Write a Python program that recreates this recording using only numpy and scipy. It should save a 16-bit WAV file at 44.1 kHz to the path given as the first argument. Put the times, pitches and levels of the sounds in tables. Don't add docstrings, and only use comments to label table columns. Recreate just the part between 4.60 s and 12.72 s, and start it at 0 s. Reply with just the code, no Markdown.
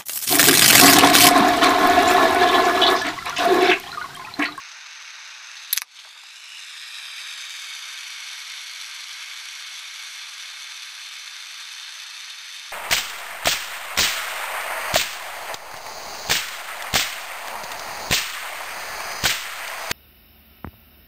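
import sys
import numpy as np
from scipy import signal
from scipy.fft import rfft, irfft
from scipy.io import wavfile
from scipy.ndimage import uniform_filter1d, minimum_filter1d, map_coordinates

SR = 44100
rng = np.random.default_rng(int(sys.argv[2]) if len(sys.argv) > 2 else 0)


def to_wav(sig):
    pcm = np.clip(np.atleast_2d(sig), -1, 1) * 32767
    pcm = np.round(pcm).astype(np.int16)
    wavfile.write(sys.argv[1], SR, pcm.T)


N = 358091

# (frequency [Hz], rms level [dB])
HUM = [(120, -106), (142, -113), (240, -105)]
# (time [s], 1/e half length [s], lift [dB])
NOTE_SWELLS = [(2.6, .1, 13), (2.9, 0.086, 10), (4.1, 0.24, 9), (5, .3, 7), (6, 0.4, 10), (6.9, 0.6, 9)]
# (frequency [Hz], time to fall 60 dB [s])
ROOM_T60 = [(300, 0.46), (1500, 0.053), (5000, 0.1), (13000, 0.052)]
# (time [s], relative level [dB], centre [Hz], decay time [s])
KNOCKS = [(1.449, -38, 1300, .004), (1.454, -48, 850, .008), (1.47, -48, 1000, .008),
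          (1.556, -50.5, 900, .007), (1.564, -43, 1300, .007), (1.635, -44.5, 950, .008)]
# (time [s], relative level [dB], centre [Hz], decay time [s])
SPUTTERS = [(.476, -37.5, 2242, .012), (.968, -39, 4000, 0.03), (1.106, -34, 3800, .01),
            (1.273, -35, 4200, .002), (1.368, -42, 3450, .015), (1.389, -38, 3450, .016)]
# (time [s], relative level [dB], decay time [s], treble lift [dB])
SPITS = [(1.1283, -11.5, .0006, 5), (1.1297, -14.5, .0016, 1), (1.1325, -9.5, .0008, -1),
         (1.1625, -28.5, .004, -5), (1.1653, -21, .001, -4), (1.171, -17.5, .004, -4),
         (1.2125, -29, .0028, -3)]
# (frequency [Hz], relative level [dB])
SPIT_COLOUR = [(60, -73), (400, -55), (1000, -24), (2000, -3), (2850, -15), (3700, 4), (4500, 0),
               (5500, -5), (7200, -8), (9800, -8), (10900, 6.5), (13200, 0), (14200, -21), (16000, -34)]
# (frequency [Hz], relative level [dB])
BLOWOUT_COLOUR = [(40, -70), (300, -58), (650, -29), (950, -15), (1250, 0), (2400, 4), (2900, 0), (3300, 5),
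                  (4500, 2), (6250, 5.5), (7100, -6), (8000, 0), (9300, -7), (11500, -4), (13000, -11),
                  (15500, -29)]
# (frequency [Hz], relative level [dB])
AFTERPOP_COLOUR = [(40, -50), (300, -39), (600, -26), (950, -7), (1350, -.5), (2350, .5), (2950, -12),
                   (3900, -5), (5000, -7), (6200, -4), (7200, -19), (9000, -14), (11500, -8), (13000, -13),
                   (15500, -38)]
# (time [s], level before limiting [dB], echo lag [ms], echo level [dB], spectrum)
POPS = [(1.1764, 14, 6.2, -10, BLOWOUT_COLOUR), (1.2189, 6.5, 4, -14, AFTERPOP_COLOUR)]
# (frequency [Hz], relative level [dB])
IN_CRUCIBLE = [(40, -66), (150, -52), (260, -39), (340, -33.6), (500, -27), (850, -10.5), (1400, -2.5),
               (2400, -0.5), (3100, -8), (4200, -6.5), (6300, -5.5), (7100, -22), (11000, -31.5),
               (13600, -38), (15000, -49.0)]
# (frequency [Hz], relative level [dB])
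IN_AIR = [(40, -69), (180, -54.5), (260, -48), (330, -34), (480, -34.5), (650, -21.5), (850, -15),
          (1350, -6), (2300, -2), (4000, -2.04), (5200, -7), (6250, -6.5), (6800, -15), (9500, -18),
          (11200, -19.5), (13000, -26), (13600, -30), (15000, -53)]
# (centre [Hz], width [Hz], lift [dB])
RESONANCES = [(874, 87, 3.3), (1540, 134, 4.3), (1834, 181, 2.2), (1965, 98, -0.4), (2191, 158, 2.1),
              (2648, 113, 4.4), (2810, 176, -1.5), (3167, 174, 1.4), (3527, 145, 1.7), (3695, 175, 4.3),
              (3903, 105, -1.6), (4286, 150, 4.1), (4708, 103, 1.6), (6205, 297, 4.5), (6361, 126, 2.9),
              (6613, 169, -3.2), (6845, 162, 2.1), (8007, 692, 2.7), (11079, 688, 4.1)]
# (time [s], relative level [dB])
LOUDNESS = [(0, -39.5), (.9, -39), (1.15, -39), (1.26, -42), (1.5, -43.5), (1.72, -42), (2, -38),
            (2.25, -36.5), (2.6, -34), (3.4, -34.5), (5.2, -35.5), (6.7, -36.5), (7.3, -36), (8.1, -37)]
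# (time [s], rise [cm])
RISE = [(1.1, -0.22), (1.35, 4.57), (1.5, 3.54), (1.65, 0.48), (1.8, -0.39), (2.05, 0.19), (2.3, 0.01),
        (2.7, 0.32), (3.2, 1.88), (4.0, 2.58), (5.0, 2.43), (6.0, 1.77), (7.0, 1.47), (8.1, 0.95)]
# (detour [cm], detour per rise [cm/cm],
# added detour at full swing [cm], signed strength [ratio], strongest at [s], 1/e half length [s])
REFLECTIONS = [(9.75, -0.53, 16.24, 0.1, 2.7, 3.05), (11.9, -0.54, 18.55, 0.36, 2.1, 0.14),
               (26.7, 1.14, 1.02, 0.25, 3.5, 5.16), (35.85, 0.51, 11.8, 0.13, 2.48, 2.63),
               (38.65, 1.51, -4.51, -0.13, 4.56, 2.3), (43.99, -0.12, 6.03, -0.18, 3.07, 1.13),
               (49.31, 0.76, -6.39, -0.16, 2.63, 0.51), (53.61, 2.0, 1.1, 0.24, 6.27, 3.61),
               (58.94, 0.98, -3.34, 0.2, 2.71, 0.9), (61.87, 1.45, 1.61, 0.1, 2.87, 3.51),
               (65.11, 0.11, 2.41, -0.12, 1.22, 2.36), (69.21, 1.71, 1.04, -0.11, 6.46, 2.94)]
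# (centre at rest [Hz], width [Hz], lift [dB], strongest at [s], 1/e half length [s])
GLIDING_BANDS = [(1948, 289, -5.0, 1.49, 0.31), (2463, 212, 3.4, 3.0, 2.37), (2970, 373, 11.6, 1.99, 0.19),
                 (3174, 442, -4.3, 1.76, 0.47), (4050, 562, 2.5, 2.41, 0.54), (4449, 315, -7.6, 2.41, 0.93),
                 (4730, 200, 3.3, 7.3, 1.2), (4991, 485, 4.8, 1.65, 0.12), (5390, 364, 7.4, 2.0, 0.53),
                 (6020, 1124, -7.2, 1.54, 0.15), (6327, 532, -6.9, 3.01, 0.35),
                 (6398, 537, -12.3, 2.35, 0.42), (7263, 887, -9.7, 2.48, 0.27),
                 (7325, 1470, 6.4, 2.19, 0.97), (8983, 318, 7.6, 2.09, 0.45),
                 (10695, 316, -4.6, 3.25, 0.65), (12328, 268, -5.7, 2.86, 0.17)]

TIME = np.arange(N) / SR
NOTE_HZ, NOTE_SAG_HZ, NOTE_DB = 377, 4, -91.5
REFERENCE_DB, TILT_DB_PER_OCTAVE, TILT_DB_PER_OCTAVE_PER_DB = -35, -0.2, 0.1
AIM_SHARE, SLIP_S, SLIP_TIME_S = 0.74, 0.86, 0.18
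SWING_S, SWING_TIME_S = 1.8, 0.68
THROWN_FROM_HZ, THROWN_UP_TO_HZ = 1400, 12000
SOUND_CM_PER_S = 34300
SAG_PER_CM, SAG_AT_FULL_SWING = 0.014, 0.073
EDGE_HZ = 15700


def from_db(db):
    return 10 ** (np.asarray(db) / 20)


def unit(x):
    return x / np.sqrt(np.mean(x ** 2) + 1e-20)


def follow(rows, t=TIME):
    s, *columns = np.transpose(rows)
    return [np.interp(t, s, column) for column in columns]


def at_hz(points, hz):
    f, value = np.transpose(points)
    return np.interp(np.log(hz + 1), np.log(f + 1), value)


def add(mix, s, sound):
    part = mix[round(s * SR):][:len(sound)]
    part += sound[:len(part)]


def band_pass(x, hz, spread):
    band = signal.butter(2, [hz / spread, hz * spread], "band", fs=SR, output="sos")
    return signal.sosfilt(band, x)


def high_pass(x, hz, order=2):
    return signal.filtfilt(*signal.butter(order, hz, "high", fs=SR), x)


def click(colour, size=4096):
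    hz = abs(np.fft.fftfreq(size, 1 / SR))
    log_gain = np.log(from_db(at_hz(colour, hz)))
    spectrum = np.exp(np.conj(signal.hilbert(log_gain)))
    return np.fft.ifft(spectrum).real[:size // 2]


def wander(rate_hz):
    hz = np.fft.rfftfreq(N, 1 / SR)
    spectrum = rfft(rng.standard_normal(N)) / (1 + (hz / rate_hz) ** 2)
    return unit(irfft(spectrum, N))


def swell(s, half_s, t=TIME):
    return np.exp(-((t - s) / half_s) ** 2)


def fading(start_s, time_s, t):
    return np.exp(-np.maximum(t - start_s, 0) / time_s)


def hum(waver_hz=0.76, waver_rate_hz=2.4):
    steady = sum(from_db(db) * np.sin(2 * np.pi * (hz * TIME + rng.random())) for hz, db in HUM)
    note_hz = NOTE_HZ - NOTE_SAG_HZ * swell(6.2, 0.9) + waver_hz * wander(waver_rate_hz)
    note = np.sin(2 * np.pi * np.cumsum(note_hz) / SR)
    note_db = NOTE_DB + sum(db * swell(s, half_s) for s, half_s, db in NOTE_SWELLS)
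    return np.sqrt(2) * (steady + from_db(note_db) * note)


def workshop(x, first_s=0.0028, clutter_db=7, clutter_decay_s=0.028):
    hz, t, z = signal.stft(rng.standard_normal(SR // 3), SR, nperseg=256)
    decay_db = -60 * t / at_hz(ROOM_T60, hz)[:, None]
    tail = signal.istft(z * from_db(decay_db), nperseg=256)[1]
    t = np.arange(len(tail)) / SR
    tail *= (t > first_s) * (1 + from_db(clutter_db) * np.exp(-t / clutter_decay_s))
    return signal.oaconvolve(x, tail / np.linalg.norm(tail))[:N]


def knocks(spread=1.33, contact=5.4):
    out = np.zeros(N)
    t = np.arange(SR // 10) / SR
    for s, db, hz, decay_s in KNOCKS:
        blow = np.exp(-t / decay_s) * rng.standard_normal(len(t))
        blow[0] = contact
        knock = band_pass(blow, hz, spread)
        knock *= np.sqrt(decay_s * SR / 2) / np.linalg.norm(knock)
        add(out, s, from_db(db) * knock)
    return out


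def sputters(spread=1.2):
    out = np.zeros(N)
    t = np.arange(SR // 5) / SR
    for s, db, hz, decay_s in SPUTTERS:
        noise = unit(band_pass(rng.standard_normal(len(t)), hz, spread))
        add(out, s, from_db(db) * np.exp(-t / decay_s) * noise)
    return out


def spits(rise_s=0.00012, treble_from_hz=7500, level_db=3.5):
    gas = np.zeros(N)
    t = np.arange(SR // 20) / SR
    for s, db, decay_s, treble_db in SPITS:
        jet = rng.choice([-1., 1.], len(t))
        jet = jet + (from_db(treble_db) - 1) * high_pass(jet, treble_from_hz)
        envelope = np.minimum(t / rise_s, np.exp((rise_s - t) / decay_s))
        add(gas, s, from_db(level_db + db) * envelope * jet)
    ring = click(SPIT_COLOUR)
    return signal.oaconvolve(gas, ring / np.linalg.norm(ring))[:N]


def pops(spray_db=-18, spray_decay_s=0.0011):
    out = np.zeros(N)
    t = np.arange(SR // 40) / SR
    for s, db, echo_ms, echo_db, colour in POPS:
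        blow = from_db(spray_db) * np.exp(-t / spray_decay_s) * rng.standard_normal(len(t))
        blow[0] = 1
        pulse = click(colour)
        crack = signal.oaconvolve(blow, pulse / abs(pulse).max())
        add(out, s, from_db(db) * crack)
        add(out, s + echo_ms / 1000, from_db(db + echo_db) * crack)
    return out


def swing(t):
    return 1 - fading(SWING_S, SWING_TIME_S, t)


def mirrored(direct, detour_cm):
    arrival = (TIME - detour_cm / SOUND_CM_PER_S) * SR
    return map_coordinates(direct, [arrival], order=3)


def reflections(sound):
    thrown = high_pass(sound, THROWN_FROM_HZ, order=1)
    thrown = signal.filtfilt(*signal.butter(2, THROWN_UP_TO_HZ, fs=SR), thrown)
    rise_cm, aside = follow(RISE)[0], swing(TIME)
    out = np.zeros(N)
    for cm, cm_per_rise, swing_cm, strength, s, half_s in REFLECTIONS:
        detour_cm = cm + cm_per_rise * rise_cm + swing_cm * aside
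        out += strength * swell(s, half_s) * mirrored(thrown, detour_cm)
    return out


def gliding_bands(hz, t):
    scale = 1 - SAG_PER_CM * follow(RISE, t)[0] - SAG_AT_FULL_SWING * swing(t)
    return sum(db * swell(s, half_s, t) * np.exp(-(2 * (hz - f * scale) / width) ** 2)
               for f, width, db, s, half_s in GLIDING_BANDS)


def turbulence(flutter_db=0.75, flutter_hz=90,
               fizz_from_hz=6500, fizz_flutter_db=2.5, fizz_flutter_hz=170,
               snaps_per_s=700, snap_spread_db=6.5, snap_db=-6, snaps_from_hz=3500):
    rush = rng.standard_normal(N)
    fizz = high_pass(rush, fizz_from_hz)
    rush = rush - fizz + fizz * from_db(fizz_flutter_db * wander(fizz_flutter_hz))
    rush *= from_db(flutter_db * wander(flutter_hz))
    sizes = from_db(snap_spread_db * np.minimum(rng.exponential(1, N), 3.6))
    snaps = sizes * rng.choice([-1, 1], N) * (rng.random(N) < snaps_per_s / SR)
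    snaps = signal.lfilter(*signal.butter(1, snaps_from_hz, "high", fs=SR), snaps)
    return unit(rush) + from_db(snap_db) * unit(snaps)


def flame(pivot_hz=3000, patchy_db=0.5, size=1024):
    overlap = size - size // 4
    hz, t, z = signal.stft(turbulence(), SR, nperseg=size, noverlap=overlap)
    hz = hz[:, None]
    aim = AIM_SHARE * fading(SLIP_S, SLIP_TIME_S, t)
    colour_db = aim * at_hz(IN_CRUCIBLE, hz) + (1 - aim) * at_hz(IN_AIR, hz)
    louder_db = follow(LOUDNESS, t)[0] - REFERENCE_DB
    tilt = TILT_DB_PER_OCTAVE + TILT_DB_PER_OCTAVE_PER_DB * louder_db
    colour_db += tilt * np.log2(np.maximum(hz, 500) / pivot_hz)
    colour_db += sum(db / (1 + (2 * (hz - f) / width) ** 2) for f, width, db in RESONANCES)
    colour_db += gliding_bands(hz, t)
    eddies = uniform_filter1d(rng.standard_normal(z.shape), size=24, axis=0)
    eddies = uniform_filter1d(eddies, size=9, axis=1)
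    colour_db += patchy_db * unit(eddies)
    direct = signal.istft(z * from_db(colour_db), nperseg=size, noverlap=overlap)[1][:N]
    sound = direct + reflections(direct)
    sound /= np.sqrt(uniform_filter1d(sound ** 2, size=16384))
    return sound * from_db(follow(LOUDNESS)[0])


def scene(flame_db=-0.37, torch_room_db=-18, spit_room_db=-10, pop_room_db=-13):
    torch = from_db(flame_db) * flame() + sputters() + knocks()
    spit, pop = spits(), pops()
    sent = from_db(torch_room_db) * torch + from_db(spit_room_db) * spit + from_db(pop_room_db) * pop
    return (torch + spit + pop + workshop(sent) + hum())[None]


def record(dry, ceiling_db=-8.5, hold_s=0.074, recover_db_per_s=98,
           overload_level=0.9, crackle_from_hz=800):
    power_db = 10 * np.log10(abs(uniform_filter1d(dry[0] ** 2, size=44)) + 1e-12)
    hold = max(int(hold_s * SR), 1)
    headroom_db = np.minimum(ceiling_db - power_db, 0)
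    over_db = -minimum_filter1d(headroom_db, hold, origin=(hold - 1) // 2)
    recovery_db = TIME * recover_db_per_s
    cut_db = np.maximum.accumulate(over_db + recovery_db) - recovery_db
    limited = dry * from_db(-uniform_filter1d(cut_db, size=48))
    overload = np.clip(limited, -overload_level, overload_level) - limited
    crackle = high_pass(overload, crackle_from_hz)
    band_limit = signal.firwin(511, EDGE_HZ, window=("kaiser", 9), fs=SR)
    return signal.oaconvolve(limited + crackle, band_limit[None], "same")


dry = scene()
out = record(dry)
to_wav(out)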